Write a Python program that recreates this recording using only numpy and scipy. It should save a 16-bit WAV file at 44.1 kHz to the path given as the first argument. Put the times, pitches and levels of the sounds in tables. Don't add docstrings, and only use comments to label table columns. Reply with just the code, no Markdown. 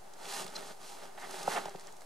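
import sys
import numpy as np
from scipy import signal
from scipy.fft import rfft, irfft, next_fast_len
from scipy.io import wavfile
from scipy.ndimage import map_coordinates

SR = 44100
rng = np.random.default_rng(int(sys.argv[2]) if len(sys.argv) > 2 else 0)


def store_wav(level_fs):
    pcm = np.round(np.clip(np.atleast_2d(level_fs), -1, 1) * 32767)
    wavfile.write(sys.argv[1], SR, pcm.T.astype(np.int16))


N = 90404

# frequency_hz, relative_db
AIR_SPECTRUM = [(25, -5), (60, -15), (150, -4), (300, -5), (400, 0.5), (500, 1), (750, 6), (1050, -4),
                (1500, -8), (3000, -19), (6000, -15), (11000, -17.5), (15500, -28)]
WEAVE_SPECTRUM = [(300, -101), (900, 14), (1500, -16), (2600, -1.5), (4000, 0), (6000, 0.5), (9000, -1.5),
                  (12000, -7.5), (14000, -16), (15700, -43)]
FOLD_SPECTRUM = [(60, -56), (110, -25.5), (175, -8.5), (310, -6), (470, -3), (620, -0.5), (820, -2),
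                 (1030, -9), (1350, -5.5), (2000, -13.5), (4000, -18), (9000, -49)]
CREASE_SPECTRUM = [(300, -37), (700, 4), (1250, -2.5), (1850, 0), (2400, -8), (3300, -12), (4500, -24),
                   (12000, -38)]
STRAP_SPECTRUM = [(1000, -31), (3700, -19), (4170, 1.5), (4450, -13), (4750, -7), (6000, -13.5),
                  (8000, -23), (14000, -42)]
# time_s, relative_db
SLIDE_ENVELOPE = [(0, -71), (.15, -70), (.22, -58), (.28, -53), (.305, -46.5), (.41, -45.3), (.455, -58),
                  (.52, -60), (.585, -54), (.62, -57), (.72, -57), (.745, -67), (.795, -67), (.82, -58),
                  (.91, -55.7), (1.0, -61.5), (1.04, -59), (1.1, -67), (1.165, -68), (1.2, -57.5),
                  (1.3, -57), (1.345, -52), (1.435, -52), (1.465, -54), (1.49, -48), (1.52, -46),
                  (1.585, -50), (1.63, -57), (1.73, -65), (1.88, -64), (1.95, -69), (2.05, -69)]
TUG_ENVELOPE = [(0, -61.5), (.15, -59), (.25, -48.5), (.33, -46.5), (.4, -42), (.45, -47), (.52, -51.5),
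                (.585, -44), (.68, -51.5), (.715, -46.5), (.76, -67), (.83, -53), (.99, -53), (1.04, -47.5),
                (1.1, -54.5), (1.16, -58), (1.22, -49.5), (1.3, -47), (1.39, -45), (1.47, -43),
                (1.51, -41.5), (1.58, -37.5), (1.62, -45), (1.68, -46.5), (1.72, -54.5), (1.79, -55.5),
                (1.88, -53.5), (1.94, -61.5), (2.05, -63)]
# centre_hz, width_hz, gain_db
RUSTLE_COLOURING = [(175, 35, 4.5), (332, 26, -6.5), (387.4, 45, 12.5), (595, 46, 2), (806.5, 32.4, 9.5),
                    (1008, 130, -2), (1219, 58, 7), (1473, 32, 4.5), (1833, 80, 5), (2075, 54, 5),
                    (2730, 42, 4), (3356, 47, 6.5), (4128, 73, 7.5), (4750, 70, 5.5)]
# peak_s, rise_s, fall_s, level_db
HARD_PULLS = [(.37, 0.11, 0.024, -49.5), (1.179, 0.0029, 0.019, -47), (1.239, 0.032, 0.024, -46.5),
              (1.38, 0.077, 0.055, -53.5), (1.519, 0.02, 0.026, -38), (1.585, 0.034, .008, -36.5),
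              (1.675, 0.09, 0.014, -52.5), (1.805, 0.012, .015, -61), (1.887, 0.012, 0.0046, -54),
              (2.021, 0.0045, 0.01, -58)]
# start_s, relative_db, centre_hz
SNAPS = [(0.136, -44.5, 6200), (0.2547, -38, 2580), (.299, -45, 4500), (.4095, -38, 4900),
         (0.4435, -40.5, 6000), (.4655, -41.5, 11500), (0.4648, -37.5, 1900), (.4795, -39.5, 4100),
         (1.3098, -37.5, 7340), (1.431, -37, 7100), (1.5195, -37, 1460), (1.6558, -38.5, 3860),
         (1.6825, -53, 2220), (1.6943, -41.5, 6640), (1.72, -47.5, 2470), (1.7593, -46, 3340),
         (1.796, -44.5, 6500), (1.809, -45.5, 6000), (1.8708, -41.5, 5740), (1.9245, -46.5, 6000),
         (1.967, -50.5, 6950), (2.008, -46, 6760), (2.019, -50, 7050)]
# start_s, relative_db, knock_pitch_ratio, thud_gain_db
LOAD_IMPACTS = [(0.4443, -38.5, 0.84, -1.5), (1.4768, -12.5, 0.98, -20.5), (1.4813, -25.5, 0.75, -26),
                (1.5592, -25, 0.87, -23), (1.5755, -22, 1.06, -27), (1.6552, -24.5, 1.09, -18),
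                (1.6817, -32, 1.06, -12.5), (1.747, -31, 0.966, -7)]
# frequency_hz, relative_db, t60_s
KNOCK_MODES = [(589, -4.5, 0.026), (796, 0, .017), (1400, -13.5, 0.016)]
THUD_MODES = [(177, -2.3, 0.04), (285, -0.92, 0.03), (383.5, 0.23, 0.043)]
# frequency_hz, coherence_ratio
AIR_COHERENCE = [(50, 1), (200, 0), (700, 0), (2000, 0), (5000, 0.07), (14000, .35)]
PACK_COHERENCE = [(50, .8), (150, 0.93), (290, 0.46), (640, 0.58), (1400, 0.99), (3100, 0.84), (6800, 0.89),
                  (14000, 0.66)]
# frequency_hz, difference_db
EAR_BALANCE = [(50, -3), (160, 4.5), (350, 1.5), (650, -.5), (1100, -4.5), (2000, -4.5), (4000, -0.5),
               (12000, -2.2)]
# frequency_hz, lead_rad
EAR_PHASE = [(100, 0.59), (280, -0.4), (520, -1.35), (780, -0.65), (1500, -0.88), (2500, 0.38)]


def amp(db):
    return 10 ** (np.asarray(db) / 20)


def unit(x):
    return x / np.sqrt(np.mean(x ** 2) + 1e-20)


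def along(points, hz):
    frequencies, values = np.transpose(points)
    return np.interp(np.log(hz + 1), np.log(frequencies + 1), values)


def envelope(points):
    return amp(np.interp(np.arange(N) / SR, *np.transpose(points)))


def swell(peak_s, rise_s, fall_s, level_db):
    t = np.arange(N) / SR - peak_s
    return amp(level_db) * np.exp(-np.abs(t / np.where(t < 0, rise_s, fall_s)) ** 3.6)


def wobble(rate_hz):
    return map_coordinates(rng.standard_normal(4096), [np.arange(N) * rate_hz / SR], mode="wrap")


def filtered(x, response):
    size = next_fast_len(N + SR // 2)
    return irfft(rfft(x, size) * response(np.fft.rfftfreq(size, 1 / SR)), size)[..., :N]


def spread(pair, coherence=PACK_COHERENCE):
    angle = lambda hz: np.arccos(np.clip(along(coherence, hz), -1, 1)) / 2
    mid, side = filtered(pair, lambda hz: np.array([np.cos(angle(hz)), np.sin(angle(hz))]))
    return np.array([mid + side, mid - side])


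def mountain_air():
    noise = filtered(rng.standard_normal((2, N)), lambda hz: amp(along(AIR_SPECTRUM, hz)))
    return amp(-56) * unit(spread(noise, AIR_COHERENCE))


def friction(spectrum, slips_per_s, scatter_db, rub, clump_db, clump_hz):
    slips = rng.random(N) < slips_per_s / SR
    sizes = amp(scatter_db * np.clip(rng.standard_normal(N), -2, 2))
    drive = unit(slips * sizes * rng.choice([-1, 1], (2, N))) + rub * rng.standard_normal((2, N))
    drive *= amp(clump_db * wobble(clump_hz))
    colour_db = lambda hz: sum(db / (1 + (2 * (hz - centre) / width) ** 2)
                               for centre, width, db in RUSTLE_COLOURING)
    return unit(spread(filtered(drive, lambda hz: amp(along(spectrum, hz) + colour_db(hz)))))


def cloth():
    hiss = friction(WEAVE_SPECTRUM, slips_per_s=3500, scatter_db=1, rub=0.94,
                    clump_db=1.07, clump_hz=300)
    rustle = friction(FOLD_SPECTRUM, slips_per_s=900, scatter_db=-1, rub=0.65,
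                      clump_db=1.18, clump_hz=97)
    crunch = friction(CREASE_SPECTRUM, slips_per_s=1100, scatter_db=-0.5, rub=0.76,
                      clump_db=2.9, clump_hz=160)
    sliding = amp(4.5) * envelope(SLIDE_ENVELOPE)
    tugging = amp(-1) * envelope(TUG_ENVELOPE)
    pulling = sum(swell(*pull) for pull in HARD_PULLS)
    return sliding * hiss + tugging * rustle + pulling * crunch


def ticks(t60_s=0.023, width_octaves=0.84):
    out, t = np.zeros((2, N + SR)), np.arange(2048) / SR
    hz = np.fft.rfftfreq(len(t), 1 / SR) + 1
    for start_s, db, centre_hz in SNAPS:
        band = np.exp(-.5 * (np.log2(hz / centre_hz) / width_octaves) ** 2)
        band *= amp(along(WEAVE_SPECTRUM, hz))
        snap = unit(irfft(rfft(rng.standard_normal((2, len(t)))) * band))
        out[:, round(start_s * SR):][:, :len(t)] += snap * amp(db - 4 - 60 * t / t60_s)
    return spread(out[:, :N])


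def ring(modes, t, pitch_ratio=1):
    return sum(amp(db + rng.normal(0, 1) - 60 * t / t60_s) * np.sin(2 * np.pi * hz * pitch_ratio * t)
               for hz, db, t60_s in modes)


def load_bumps(attack_s=0.0018, crack_t60_s=.005, low_cut_hz=119):
    out, t = np.zeros(N + SR), np.arange(SR // 5) / SR
    onset = 1 - np.exp(-(t / attack_s) ** 2)
    for start_s, db, pitch_ratio, thud_db in LOAD_IMPACTS:
        body = ring(KNOCK_MODES, t, pitch_ratio) + amp(thud_db) * ring(THUD_MODES, t)
        crack = amp(-28 - 60 * t / crack_t60_s) * rng.standard_normal(len(t))
        out[round(start_s * SR):][:len(t)] += amp(db) * (1.63 * onset * body + .5 * crack)
    return signal.sosfilt(signal.butter(4, low_cut_hz, "high", fs=SR, output="sos"), out[:N])


def ground_scatter(x, t60_s=.12):
    t = np.arange(SR // 4) / SR
    tail = rng.standard_normal((2, len(t))) * amp(-60 * t / t60_s)
    tail /= np.linalg.norm(tail[0])
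    return amp(-13) * signal.fftconvolve(x[None], tail, axes=1)[:, :N]


def strap():
    rasp = friction(STRAP_SPECTRUM, slips_per_s=4000, scatter_db=2, rub=.8, clump_db=1.2, clump_hz=300)
    return swell(peak_s=.564, rise_s=.01, fall_s=.005, level_db=-37.5) * rasp


def scene():
    bumps = load_bumps()
    pack = cloth() + strap() + ticks() + bumps + ground_scatter(bumps)
    ears = np.array([[.5], [-.5]])
    placement = lambda hz: amp(ears * along(EAR_BALANCE, hz)) * np.exp(1j * ears * along(EAR_PHASE, hz))
    return filtered(pack, placement) + mountain_air()


def record(dry, top_hz=15750, dc_offset=-.0032):
    return filtered(dry, lambda hz: hz < top_hz) + dc_offset


dry = scene()
out = record(dry)
store_wav(out)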